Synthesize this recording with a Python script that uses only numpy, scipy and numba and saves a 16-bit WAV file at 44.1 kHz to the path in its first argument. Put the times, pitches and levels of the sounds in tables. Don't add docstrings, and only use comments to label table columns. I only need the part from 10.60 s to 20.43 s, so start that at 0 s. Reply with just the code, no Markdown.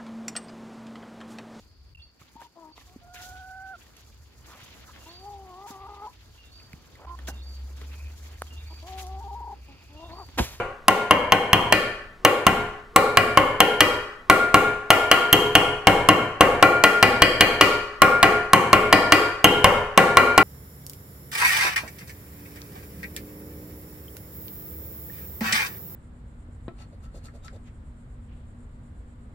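import sys
import numpy as np
from scipy import signal
from scipy.fft import rfft, irfft
from scipy.io import wavfile
from scipy.ndimage import uniform_filter1d
from numba import njit

SR = 44100
rng = np.random.default_rng(int(sys.argv[2]) if len(sys.argv) > 2 else 0)


def natural_amplitude(level_db):
    exponent = np.asarray(level_db, float) / 20
    return 10 ** exponent


def unload_audio(sound):
    columns = np.transpose(np.atleast_2d(sound))
    steps = np.round(np.clip(columns, -1, 1) * 32767)
    wavfile.write(sys.argv[1], SR, steps.astype(np.int16))


N = 433503
LEAD = SR // 2


# (time [s], place round
# the ring [steps], place across the ring [steps], long rings [dB])
HAMMER_TAPS = [(-0.17, -1, -0.61, 0.5), (0.282, -1, 0.16, 4), (0.509, -0.5, 0.53, -20.5),
               (0.7212, -0.1, 0.35, -8), (0.9309, 0.2, 0.92, -5), (1.124, 1.8, -0.66, -3),
               (1.6494, 0.45, -0.31, 2), (1.8665, -0.23, 0.26, 2.5), (2.361, -1.26, -0.9, 3),
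               (2.5714, 0.7, -1.05, 2), (2.7732, -0.75, 0.11, -11.5), (3.0035, 0.1, 1, 3.5),
               (3.2058, 2.07, -0.24, 1), (3.6985, 0.1, -0.91, 8.5), (3.9429, -0.5, -0.7, 9),
               (4.3038, 0.9, -0.49, 6.5), (4.514, 1.4, -0.44, 5), (4.728, 1.5, 0.85, 7),
               (4.9523, 1.1, 0.65, 4.5),
               (5.2705, -0.25, 0.44, -3.5), (5.4877, -0.31, 0.036, -7), (5.808, -0.43, -0.47, -6.5),
                (6.026, 0.13, -1.46, 5), (6.2379, 1.16, -0.85, 6), (6.4272, 1.2, -1.4, 1),
                (6.6198, 1.95, -0.89, -10), (6.808, 2, -0.8, -8.5), (7.0104, 1.97, -1.04, 4.5),
                (7.4189, -0.1, -1.2, 3), (7.6289, 0.62, -1.2, 3.5), (7.933, -0.64, -0.23, -6),
                (8.13, 0.15, -0.68, 2.5), (8.3266, 1.7, -1.2, -3.5), (8.5214, 2.02, -1.26, 2),
                (8.8431, 0.73, 0.93, 6), (9.0432, -0.66, 0.54, 2), (9.3759, -0.29, -0.93, 2),
                (9.5704, -0.11, -1.25, 7.5), (9.778, 0.37, -1.4, 6.5)]


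def taps():
    s, around, across, long_db = np.transpose(HAMMER_TAPS)

    loose_db = -9.5 * np.exp(-s / 4.3)
    reach_db = -0.72 * around ** 2 - 0.9 * across
    blow_db = 2.53 + loose_db + reach_db - 0.1 * long_db

    pause_s = 0.28
    fresh = np.diff(s, prepend=s[0]) > pause_s
    loose_crack_db = -9 * np.exp(-s / 2.44)
    edge_db = 0.84 * np.minimum(around ** 2, 4)
    crack_db = 3 + loose_crack_db + 2.1 * fresh + edge_db + 0.225 * long_db
    return np.transpose([s, blow_db, around, across, crack_db, long_db])


def lay(sounds):
    length = sounds.shape[-1]
    out = np.zeros((2, LEAD + N + length))
    for row, sound in zip(taps(), sounds):
        start = LEAD + int(row[0] * SR)
        out[:, start:start + length] += sound
    return out[:, :LEAD + N]


def colour(x, points):
    hz, db = np.transpose(points)
    bins = np.fft.rfftfreq(x.shape[-1], 1 / SR) + 1
    gain = natural_amplitude(np.interp(np.log(bins), np.log(hz), db))
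    return irfft(rfft(x) * gain, x.shape[-1])


def level(x, db):
    return x * natural_amplitude(db) / np.sqrt(np.mean(x ** 2))


def fade(s, t60):
    return np.exp(-np.log(1000) * s / t60)


def ports(one, other, lag_s, apart, pan_db):
    bins = np.fft.rfftfreq(one.shape[-1], 1 / SR)
    late = irfft(rfft(one) * np.exp(-2j * np.pi * bins * lag_s), one.shape[-1])
    left = (late + apart * other) / np.hypot(1, apart)
    return np.stack([left * natural_amplitude(pan_db / 2), one * natural_amplitude(-pan_db / 2)], axis=1)


def ring(modes, blow_db, start, scatter_db, wobble, rise_s, lag_s, pan_db,
         back=0., back_s=.1, back_rise_s=0.0055):
    hz, db, t60, round_db, across_db = np.transpose(modes)
    around, across = np.clip(taps().T[2:4, :, None], -2.5, 2.5)

    s = np.arange(SR // 2) / SR
    rings = np.exp(2j * np.pi * hz[:, None] * s) * fade(s, t60[:, None])
    rings = rings * (1 - np.exp(-s / rise_s))
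    rings = rings * (1 - back / (1 + np.exp((back_s - s) / back_rise_s)))

    chance = rng.standard_normal((len(taps()), 2, len(hz)))
    place_db = around * round_db + across * across_db
    gain = natural_amplitude(db + blow_db + place_db + scatter_db * chance[:, 0])
    gain = gain * np.exp(1j * (start + wobble * chance[:, 1]))

    left_gain = gain * np.exp(-2j * np.pi * hz * lag_s) * natural_amplitude(pan_db / 2)
    left = (left_gain @ rings).imag
    right = (gain @ rings).imag * natural_amplitude(-pan_db / 2)
    return lay(np.stack([left, right], axis=1))


# (frequency [Hz], level [dB], t60 [s], per step round
# [dB], per step across [dB])
CLAMPED_PART_MODES = [(109.4, -2, 0.051, 0, 1), (169, -2.5, 0.043, -0.6, 2.2), (301.7, -9, 0.1, 0, 2.5),
                      (489.5, -9.5, 0.13, 1, 3), (552.2, -4.5, 0.045, -7.5, 0.5), (657, 1.5, 0.032, 2, 1),
                      (772, 6.5, 0.034, -3, 0.5), (909, -5.5, 0.043, -5.5, 4), (1038, 1, 0.055, -5.5, 8),
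                      (1087.2, 10, 0.053, -3, -2.5), (1301, -5, 0.036, -5, 4.5), (1793, -1, 0.045, 3, -0.5),
                      (1977, -5.5, 0.18, 2, -2.5),
                      (2164, 0, 0.068, -0.5, 2), (2283, -9.5, 0.07, 4.5, -3), (2349, -15, 0.2, -1.5, -6.5),
              (2453, -11.5, 0.18, 4, -1), (2794, 5, 0.054, 2, 3), (2916, -1, 0.043, 6, 3),
              (2940, -3, 0.051, 2.5, 8.5), (3056, -5, 0.053, -1, 7.5), (3190, -1.5, 0.054, 6.5, 7.5),
              (4056, -13, 0.059, 2.5, -3), (4370, -15.5, 0.028, 7.5, 0), (4450, -26, 0.04, 7, -4),
              (4780, -23.5, 0.042, 9, -6), (5100, -18.5, 0.01, 5.5, -4.5)]


def part_in_vice(part_db=-8):
    modes = CLAMPED_PART_MODES
    blow_db = taps()[:, 1:2]
    sides = np.pi * rng.integers(2, size=len(modes))
    return ring(modes, part_db + blow_db, sides, scatter_db=1.5, wobble=0.73,
                rise_s=0.0005, lag_s=4.5e-5, pan_db=1.8)


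# (frequency [Hz], level [dB], t60 [s], per step round [dB], per step across [dB])
LOW_PAIR_MODES = [
    (420.2, -13, 0.45, -0.5, 2),
    (400, -24.5, 0.053, -2.5, 1.5),
]
HIGH_PAIR_MODES = [
    (1410, -9.5, 0.41, -0.37, -2),
    (1381, -5, 0.18, -1.1, -1),
]


def long_rings(low_db=-6, low_share=.55, high_db=-8):
    blow_db, long_db = taps()[:, 1:2], taps()[:, 5:6]
    low = ring(LOW_PAIR_MODES, low_db + blow_db + low_share * long_db, 0, scatter_db=2.4, wobble=.1,
               rise_s=0.017, lag_s=4.5e-5, pan_db=1.0, back=3.5, back_s=0.11)
    high = ring(HIGH_PAIR_MODES, high_db + blow_db + long_db, 0, scatter_db=2.4, wobble=0.077,
                rise_s=0.0031, lag_s=4.5e-5, pan_db=3.5, back=3.83, back_s=0.1, back_rise_s=0.0071)
    return low + high


# (frequency [Hz], level [dB], t60 [s], per step round [dB], per step across [dB])
HEAD_MODES = [(3645, 2.5, 0.025, -1.5, 4), (5564, -1.5, 0.012, 4, -4), (6360, 0, 0.034, -2, 5.5),
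              (7350, -15, 0.023, 0, -2.5), (7830, -8.5, 0.038, -5.5, -3), (8570, -0.5, 0.02, 2.5, -1),
              (11020, -10, 0.054, 3, -3), (10890, 3.5, 0.017, -16, 3), (11800, 1, 0.018, 3, 17),
              (12160, -3, .02, -4, -3)]


def hammer_head(head_db=-24):
    crack_db = taps()[:, 4:5]
    return ring(HEAD_MODES, head_db + crack_db, 0, scatter_db=3.5, wobble=2.34,
                rise_s=0.00023, lag_s=2e-5, pan_db=-0.5)


# (frequency [Hz], level per Hz [dB])
CRACK_COLOUR = [(180, -10.5), (300, -3), (1220, 2), (1810, -8.5), (2880, -7.5), (3400, -14), (4650, -15.5),
                (5130, -19), (6360, -17), (8420, -15), (8990, -17), (12300, -14.5), (15500, -19)]


def crack(crack_db=0, t60=0.015, rise_s=0.00053, lag_s=2.6e-5, apart=1.0, pan_db=-3.8, spread_db=-2):
    s = np.arange(SR // 20) / SR
    noise = colour(rng.standard_normal((len(taps()), 2, len(s))), CRACK_COLOUR)
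    scale = 1 / noise.std()
    shape = fade(s, t60) * (1 - np.exp(-s / rise_s))
    gain = scale * natural_amplitude(crack_db + taps()[:, 4])[:, None, None]
    burst = ports(noise[:, 0], noise[:, 1], lag_s, apart, pan_db) * shape

    impulse = 1. * (np.arange(len(s)) == SR // 1000)
    click = colour(impulse, CRACK_COLOUR) * (s < .02)
    click = click * natural_amplitude(spread_db) * np.linalg.norm(shape)
    click = click * np.ones((len(taps()), 2, 1))
    return lay(burst * gain), lay(click * gain)


# (frequency [Hz], level per Hz [dB])
BENCH_COLOUR = [(45, -45.5), (80, -4), (164, -14.5), (222, -11), (294, -6), (480, -9), (1310, -11.5),
                (1410, -2.5), (1660, -6.5), (3190, -20), (3580, -28), (11500, -43), (16000, -59)]


def bench(bench_db=-11, t60=0.15, rise_s=0.0015, lag_s=4e-5, apart=0.4, pan_db=7.5):
    s = np.arange(SR // 4) / SR
    noise = level(colour(rng.standard_normal((len(taps()), 2, len(s))), BENCH_COLOUR), 0)
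    shape = fade(s, t60) * (1 - np.exp(-s / rise_s))
    gain = natural_amplitude(bench_db + taps()[:, 1])[:, None, None]
    return lay(ports(noise[:, 0], noise[:, 1], lag_s, apart, pan_db) * shape * gain)


# (frequency [Hz], t60 [s], level [dB], likeness left-right [0-1], left minus right [dB])
ROOM_BANDS = [(50, 0.74, -4, 0.9, -6), (105, 0.42, -2.5, 0.97, 1.5), (230, 0.4, 4, 1, 2),
              (490, 0.43, 9, 0.96, 2), (770, 0.47, -1.5, 0.81, 0), (980, 0.46, 4.5, 0.63, 2),
              (1540, 0.63, -1.5, 0.43, 2), (2210, 0.43, -0.5, 0.42, -0.5), (2800, 0.44, -1, 0.08, 2),
              (4180, 0.43, 1.5, 0, 0.5), (7900, 0.37, -1.5, 0, -0.5), (15100, 0.24, -4.5, 0, 2)]


def workshop(dry, wet_db=-8, first_s=0.0042, build_s=0.0018, wall_db=1.5, wall_s=0.1395, wall_spread_s=0.022):
    s = np.arange(SR) / SR
    bins = np.log(np.fft.rfftfreq(SR, 1 / SR) + 1)
    centres = np.log(np.array(ROOM_BANDS)[:, 0])
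    noise = rfft(rng.standard_normal((2, SR)))
    echo = 0
    for k, (hz, t60, db, like, pan_db) in enumerate(ROOM_BANDS):
        band = np.interp(bins, centres, np.arange(len(ROOM_BANDS)) == k)
        mid, side = irfft(noise * band, SR) * fade(s, t60) / np.sqrt(t60 * SR / 20)
        mid, side = mid * np.sqrt(1 + like), side * np.sqrt(1 - like)
        left, right = (mid + side) * natural_amplitude(pan_db / 2), (mid - side) * natural_amplitude(-pan_db / 2)
        echo = echo + natural_amplitude(db) * np.array([left, right])
    echo = echo * (1 - np.exp(-np.maximum(s - first_s, 0) / build_s))
    echo = echo * natural_amplitude(wall_db * np.exp(-((s - wall_s) / wall_spread_s) ** 2))
    power = np.abs(rfft(echo)) ** 2
    even = np.sqrt(uniform_filter1d(power, size=250) / uniform_filter1d(power, size=20))
    echo = irfft(rfft(echo) * even, SR) * (s < .8)
    mono = dry.mean(axis=0)[None]
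    return natural_amplitude(wet_db) * signal.fftconvolve(mono, echo, axes=1)[:, :dry.shape[1]]


# (frequency [Hz], level in the room [dB])
BEAMING_MODES = [(300, 0), (380, 0), (415, -4), (460, 0), (950, 0), (1090, -9), (1180, 0), (1330, 0),
                 (1405, -6), (1480, 0), (2600, 0), (2780, -5), (3000, 0), (4100, -6), (4400, 0)]


def walls(body, near, around, pairs, head):
    patchy, pair_share, head_share = .3, .12, .3
    spread = colour(body, BEAMING_MODES) + around
    return workshop(spread + patchy * near + pair_share * pairs + head_share * head)


# (frequency [Hz], level per Hz [dB])
AIR_COLOUR = [(15, -6), (35, 0), (70, -12), (300, -18), (1000, -24), (3000, -34), (8000, -46), (16000, -54)]


def air(air_db=-62, apart=0.17):
    mid, side = colour(rng.standard_normal((2, N)), AIR_COLOUR)
    return level(np.array([mid + apart * side, mid - apart * side]), air_db)


def scene():
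    head, pairs = hammer_head(), long_rings()
    body = part_in_vice() + bench()
    near, around = crack()
    echo = walls(body, near, around, pairs, head)
    return (body + head + pairs + near + echo)[:, LEAD:] + air()


@njit
def follow(x, attack, release):
    y = np.empty(len(x))
    e = x[:400].mean()
    for i in range(len(x)):
        e += (x[i] - e) * (attack if x[i] > e else release)
        y[i] = e
    return y


def band_limit(x):
    return signal.sosfilt(signal.butter(12, 16800, fs=SR, output="sos"), x)


def record(dry, boost_db=12, top_db=-28, ratio=1.803, attack_s=0.0038, release_s=0.058, drive=1.22, full=0.92):
    top_hz = 15700
    top_cut = signal.ellip(10, .3, 60, top_hz, fs=SR, output="sos")
    loud = natural_amplitude(boost_db) * signal.sosfilt(top_cut, dry)

    envelope = follow(np.abs(loud).mean(axis=0), 1 / (attack_s * SR), 1 / (release_s * SR))
    gain = np.minimum(natural_amplitude(top_db) / (envelope + 1e-9), 1) ** (1 - 1 / ratio)
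    held = drive * loud * gain

    clipped = full * held / (1 + held ** 4) ** (1 / 4)
    clip_cut = signal.ellip(8, .3, 50, 1.05 * top_hz, fs=SR, output="sos")
    clipped = signal.sosfilt(clip_cut, clipped)
    return band_limit(clipped)


dry = scene()
out = record(dry)
unload_audio(out)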